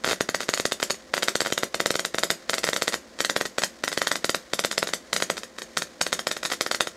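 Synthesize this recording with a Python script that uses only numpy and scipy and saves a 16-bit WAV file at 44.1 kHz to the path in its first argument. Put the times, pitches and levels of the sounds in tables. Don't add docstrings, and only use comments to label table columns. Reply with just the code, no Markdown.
import sys
import numpy as np
from scipy import signal
from scipy.fft import rfft, irfft
from scipy.io import wavfile
from scipy.ndimage import uniform_filter1d, minimum_filter1d

SR = 44100
rng = np.random.default_rng(int(sys.argv[2]) if len(sys.argv) > 2 else 0)


def inscribe(sig):
    pcm = np.round(np.clip(np.atleast_2d(sig).T, -1, 1) * 32767)
    wavfile.write(sys.argv[1], SR, pcm.astype(np.int16))


N = 306936


def amp(db):
    return 10 ** (np.asarray(db) / 20)


def unit_rms(x):
    return x / np.sqrt(np.mean(x ** 2) + 1e-20)


def curve_at(points, hz):
    point_hz, value = np.transpose(points)
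    return np.interp(np.log(hz + 1), np.log(point_hz + 1), value)


def convolve(x, response):
    return signal.oaconvolve(x, response)[:len(x)]


def colour(x, spectrum, size=4096):
    hz = abs(np.fft.fftfreq(size, 1 / SR))
    log_gain = np.log(amp(curve_at(spectrum, hz)))
    response = np.fft.ifft(np.exp(np.conj(signal.hilbert(log_gain)))).real
    return convolve(x, response[:size // 2])


def clicks(times_s, heights, size=N):
    at = np.clip(np.round(times_s * SR).astype(int), 0, size - 1)
    return np.bincount(at, heights, size)


def drift(rate_hz):
    hz = np.fft.rfftfreq(N, 1 / SR)
    return unit_rms(irfft(rfft(rng.standard_normal(N)) / (1 + (hz / rate_hz) ** 2) ** 2, N))


def fan(rush_db=-52, waver=0.00287):
    # frequency_hz, gain_db
    rush_spectrum = [(20, -31), (65, -4), (120, -16), (235, 0.5), (330, -4.5), (450, -4.5), (600, -2.5),
                     (900, -13), (2000, -33), (6000, -38)]
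    # pitch_hz, level_db
    fan_tones = [(225, -60.5), (262, -70), (340, -62), (522, -58.5), (1044, -67)]
    wavering_s = np.cumsum(1 + waver * drift(5.76)) / SR
    tones = sum(amp(db) * unit_rms(np.sin(2 * np.pi * hz * wavering_s)) for hz, db in fan_tones)
    return amp(rush_db) * unit_rms(colour(rng.standard_normal(N), rush_spectrum)) + tones


def arc_hiss(strike_s, crack_db, base_db=-53, flutter_db=-2.0, flare=5, flare_s=0.017):
    # frequency_hz, gain_db
    hiss_spectrum = [(200, -13), (700, -10.5), (1100, -1.5), (1900, 2), (2600, -6.5), (4500, -3.5),
                     (6800, -6.5), (10000, -18), (15000, -30)]
    cooling = np.exp(-np.arange(8192) / SR / flare_s)
    heat = 1 + flare * convolve(clicks(strike_s, amp(crack_db)), cooling)
    swell = amp(.8 * drift(4))
    hiss = unit_rms(colour(rng.standard_normal(N), hiss_spectrum))
    return amp(base_db) * hiss * heat * swell * amp(flutter_db * drift(140))


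def spatter(per_s=70, smallest_db=-47):
    heights = amp(smallest_db + 3.5 * np.minimum(rng.exponential(1, N), 3))
    return heights * rng.choice([-1., 1.], N) * (rng.random(N) < per_s / SR)


def strikes(stutter_per_s=120, jitter=0.34, spread_db=4):
    # start_s, crack_db, thump_db
    pops = [(.0454, 0, -40), (.0765, -6.5, -7), (.1142, -8, -5), (.1311, -4.5, -5.5), (.2084, 1, -1.5),
            (.2906, -3, -5.5), (.3466, 0, -4.5), (.406, -6, -12), (.4903, 0, -2.5), (.538, 0, -14),
            (.5759, -6.5, -17), (.5991, -3, -5), (.6543, -1.5, -1.5), (.7211, -2, -6), (.8018, -12, -18),
            (.8287, 1.5, -6), (.901, -11.5, -13), (.906, -1.5, -7), (.9447, -22, -23), (1.1393, 2, -7),
            (1.1683, -7.5, -19), (1.179, -3, -29), (1.2251, -5.5, -27), (1.231, 0, -13), (1.2838, 2.5, -17),
            (1.3551, -1.5, -2.5), (1.4057, -1, -8), (1.4181, -7.5, -5.5), (1.451, -10, -25),
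            (1.4617, -3.5, -26), (1.4709, -7.5, -12), (1.5036, -17.5, -15), (1.5245, -2.5, -3.5),
            (1.5787, -0.5, -15), (1.6333, 0, -4.5), (1.745, -1.5, -7), (1.8031, 1.5, -7), (1.8601, 2, -2),
            (1.906, -1.5, -2), (1.9422, -15, -14), (1.9555, -3.5, -5), (1.9947, -2, -23), (2.0507, -2, -30),
            (2.1455, -4, -5.5), (2.1847, 0, -26), (2.2347, 2.5, -11), (2.3037, 4.5, -36),
            (2.4962, -0.5, -7), (2.541, -2.5, -17), (2.5825, -5, -16), (2.6349, -9, -28),
            (2.6413, -2, -4.5), (2.6892, -2.5, -3), (2.7322, -3.5, -11), (2.764, -1, -28),
            (2.8218, 0, -4.5), (2.8799, 1.5, -8.5), (2.9419, -1, -25), (3.1904, -16, -30),
            (3.2052, -1, -6.5), (3.2486, -1.5, -20), (3.2978, 0, -30), (3.3638, 1, -2), (3.4116, -1, -7),
            (3.4549, -9.5, -12), (3.4596, -11.5, -32), (3.5834, -1, -3.5), (3.6207, -5.5, -19),
            (3.6358, -3.5, -29), (3.8389, -1.5, -10), (3.879, -1.5, -37), (3.9759, -1, -5), (4.0176, 1, -5),
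            (4.0714, -0.5, -16), (4.116, 0.5, -31), (4.1569, -3, -26), (4.2452, -0.5, -4.5),
            (4.2948, -0.5, -5), (4.3469, 0, -9), (4.5351, -1.5, -5), (4.5926, -0.5, -9),
            (4.6398, -9.5, -18), (4.6485, 0.5, -2.5), (4.714, -5, -26), (4.7288, -11.5, -24),
            (4.7798, 0, -6), (4.8285, 0, -5), (4.8732, -8.5, -14), (4.8906, -10.5, -28), (4.9362, -1, -15),
            (5.131, 2, -24), (5.1641, -1.5, -32), (5.203, -9.5, -17), (5.224, 0, -5), (5.301, 1.5, -6),
            (5.4348, -13.5, -30), (5.5863, -11.5, -44), (5.6205, -12, -29), (5.7723, 2, -24),
            (5.8218, -4.5, -32), (6.0125, -6.5, -14), (6.0138, 0.5, -5), (6.0664, -4, -12),
            (6.1288, 3, -12), (6.193, -5.5, -36), (6.2704, 0, -4.5), (6.3143, -3.5, -22),
            (6.3681, -10.5, -15.5), (6.4322, -7, -22), (6.5026, -11, -26), (6.5176, -5.5, -23),
            (6.5216, -4, -14), (6.5356, -8.5, -26), (6.6101, 0.5, -10), (6.6643, -4.5, -11),
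            (6.714, -0.5, -9), (6.7473, -3, -31), (6.807, 2.5, -12), (6.8726, -7, -10)]
    # start_s, length_s, crack_db, thump_db
    stutters = [(0.0626, .012, -6.5, -10), (0.0887, .034, -6.5, -11.5), (0.416, .018, -18.5, -28),
                (2.5336, .008, -6.5, -14), (2.669, .012, -10, -24), (2.925, .014, -11.5, -28),
                (3.637, .009, -3.5, -30), (3.919, .012, -9, -14), (5.371, .012, -13.5, -22),
                (6.452, .012, -8.5, -34)]
    rows = list(pops)
    for start_s, length_s, crack_db, thump_db in stutters:
        gap_draw, level_draw = rng.uniform(-0.9, 1, (8, 2)).T
        gaps_s = (1 + jitter * gap_draw) / stutter_per_s
        for age_s, db in zip(np.cumsum(gaps_s) - gaps_s[0], spread_db * level_draw):
            if age_s < length_s:
                rows.append((start_s + age_s, crack_db + db, thump_db + db))
    return np.transpose(rows)


def grazes(strike_s, crack_db, share=0.38, lead_s=(0.0024, .008), relative_db=-14.5):
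    chance, lead = rng.random((len(strike_s), 2)).T
    graze_s = strike_s - np.interp(lead, [0, 1], lead_s)
    return clicks(graze_s, amp(crack_db + relative_db) * (chance < share))


def short_circuits(strike_s, crack_db, base_short_s=.003, db_per_doubling=12):
    # frequency_hz, gain_db
    blunt_spectrum = [(500, 3), (1800, 3), (4000, -6.5), (7500, -12.5), (15000, -3)]
    tick_draw, lag_draw, length_draw, thickness = rng.random((len(strike_s), 4)).T
    short_s = base_short_s * 2 ** (crack_db / db_per_doubling) * (1 + .25 * (2 * length_draw - 1))
    tick_db = np.minimum(-15, crack_db + 1) + 2 * (tick_draw - 1)
    ticks = clicks(strike_s - short_s, amp(tick_db))
    sharp = clicks(strike_s, amp(crack_db) * (1 - thickness ** 2))
    blunt = colour(clicks(strike_s, amp(crack_db) * thickness ** 2), blunt_spectrum)
    rebounds = clicks(strike_s + .0008 * (0.16 + lag_draw), 0.12 * amp(crack_db))
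    return ticks - sharp - blunt + rebounds


def droplets(strike_s, crack_db, gain_db=-17.0, growth=1.1, spread_db=3, rise_s=0.00074, per_s=9000):
    # frequency_hz, gain_db
    spray_spectrum = [(300, -15), (1500, -4), (4000, 3), (7500, 2.0), (16000, -1.5)]
    age = np.arange(1024) / SR / rise_s
    spray_db = growth * crack_db + spread_db * rng.uniform(-1.27, 1, len(strike_s))
    envelope = convolve(clicks(strike_s, amp(spray_db)), age * np.exp(1 - age))
    snaps = rng.standard_normal(N) * (rng.random(N) < per_s / SR)
    return amp(gain_db) * colour(envelope * snaps, spray_spectrum)


def gas_thumps(strike_s, thump_db, pitch_hz=430, decay_s=0.001, gain_db=-4.5):
    t = np.arange(1024) / SR
    out = np.zeros(N + len(t))
    stretches = np.exp(0.23 * rng.uniform(-0.89, 1, len(strike_s)))
    for start, db, stretch in zip(np.round(strike_s * SR).astype(int), thump_db, stretches):
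        swing = np.sin(2 * np.pi * pitch_hz * t / stretch) * np.exp(-t / (decay_s * stretch))
        out[start:start + len(t)] += amp(gain_db + db) * swing
    return out[:N]


def direct_path(x):
    # delay_ms, signed_gain
    echoes = [(.34, -0.19), (.71, -0.072), (.95, -0.015), (1.58, 0.11), (1.72, -0.24), (2.032, 0.00087),
              (2.33, -0.058), (3.28, 0.021)]
    # frequency_hz, gain_db
    lens_shadow = [(100, -2.5), (1200, 0.5), (2100, -1.5), (2800, 0.5), (4200, -6), (6500, -11.5),
                   (8500, -13.5), (11000, -26.5), (16000, -29)]
    delay_ms, gain = np.transpose(echoes)
    early = clicks(delay_ms / 1000, gain, size=1024)
    return colour(x + convolve(x, early), lens_shadow)


def echo_tail(decay, start_ms, rise_ms, size=24000):
    hz, t, bands = signal.stft(rng.choice([-1., 1.], size), SR, nperseg=256)
    bands = bands * amp(-60 * t / curve_at(decay, hz)[:, None])
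    echoes = signal.istft(bands, SR, nperseg=256)[1][:size]
    age_ms = np.arange(size) * 1000 / SR
    echoes *= np.clip((age_ms - start_ms) / rise_ms, 0, 1)
    return echoes / np.linalg.norm(echoes)


def walls(x, booth_db=-8.5, slap_db=-15, shop_db=-24, tail_count=7):
    # frequency_hz, t60_s
    booth_decay = [(150, 0.067), (600, 0.16), (2000, 0.11), (6000, 0.12), (14000, 0.09)]
    # frequency_hz, gain_db
    wall_spectrum = [(60, -42), (165, 0.5), (550, -3.5), (950, -7), (1800, -7.5), (2700, -0.5), (4200, -7),
                     (5800, -6), (8000, -6), (10000, -8), (12000, -6), (15000, -18)]
    # pitch_hz, width_hz, lift_db
    resonances = [(179, 26, 11), (333, 24, 9), (377, 24, 9), (490, 18, 3), (584, 34, 5), (1400, 46, 6),
                  (1604, 55, 4), (1755, 50, 5), (1863, 60, 6), (1959, 44, 6), (3673, 55, 4.5),
                  (4459, 44, 6), (4628, 30, 4), (4932, 44, 5), (5131, 32, 4), (6637, 48, 8), (6773, 48, 7)]
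    tail_blend = np.linspace(0, tail_count - 1, N)
    echoes = np.zeros(N)
    for k in range(tail_count):
        booth = amp(booth_db) * echo_tail(booth_decay, start_ms=3.0, rise_ms=2.9)
        slap = amp(slap_db) * echo_tail([(500, 0.0071), (7000, 0.009)], start_ms=6.43, rise_ms=1.0)
        shop = amp(shop_db) * echo_tail([(500, 0.26), (12000, 0.21)], start_ms=29.5, rise_ms=8.1)
        crossfade = np.cos(np.pi / 2 * np.clip(tail_blend - k, -1, 1))
        echoes += convolve(x * crossfade, booth + slap + shop)
    echoes = colour(echoes, wall_spectrum)
    ringing = sum((amp(lift_db) - 1) * signal.lfilter(*signal.iirpeak(hz, hz / width_hz, SR), echoes)
                  for hz, width_hz, lift_db in resonances)
    return echoes + ringing


def scene(crackle_db=12):
    # frequency_hz, gain_db
    pickup = [(20, -13), (60, -15), (130, -3), (300, -2), (600, 1.5), (850, -7.5), (1300, -0.5), (2000, 1),
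              (2700, -5.5), (3700, 2.5), (7000, 3.5), (15000, -4.5)]
    strike_s, crack_db, thump_db = strikes()
    crackle = short_circuits(strike_s, crack_db) + grazes(strike_s, crack_db)
    crackle += droplets(strike_s, crack_db) + spatter()
    arc = amp(crackle_db) * (direct_path(crackle) + walls(crackle)) + gas_thumps(strike_s, thump_db)
    return (colour(arc, pickup) + arc_hiss(strike_s, crack_db) + fan())[None]


def record(dry, ceiling=.92, cutoff_hz=15700):
    needed_gain = np.minimum(1, ceiling / (abs(dry) + 1e-9))
    limited = dry * uniform_filter1d(minimum_filter1d(needed_gain, size=13), size=13)
    lowpass = signal.firwin(201, cutoff_hz, window=("kaiser", 9), fs=SR)
    return signal.oaconvolve(limited, lowpass[None], "same")


dry = scene()
out = record(dry)
inscribe(out)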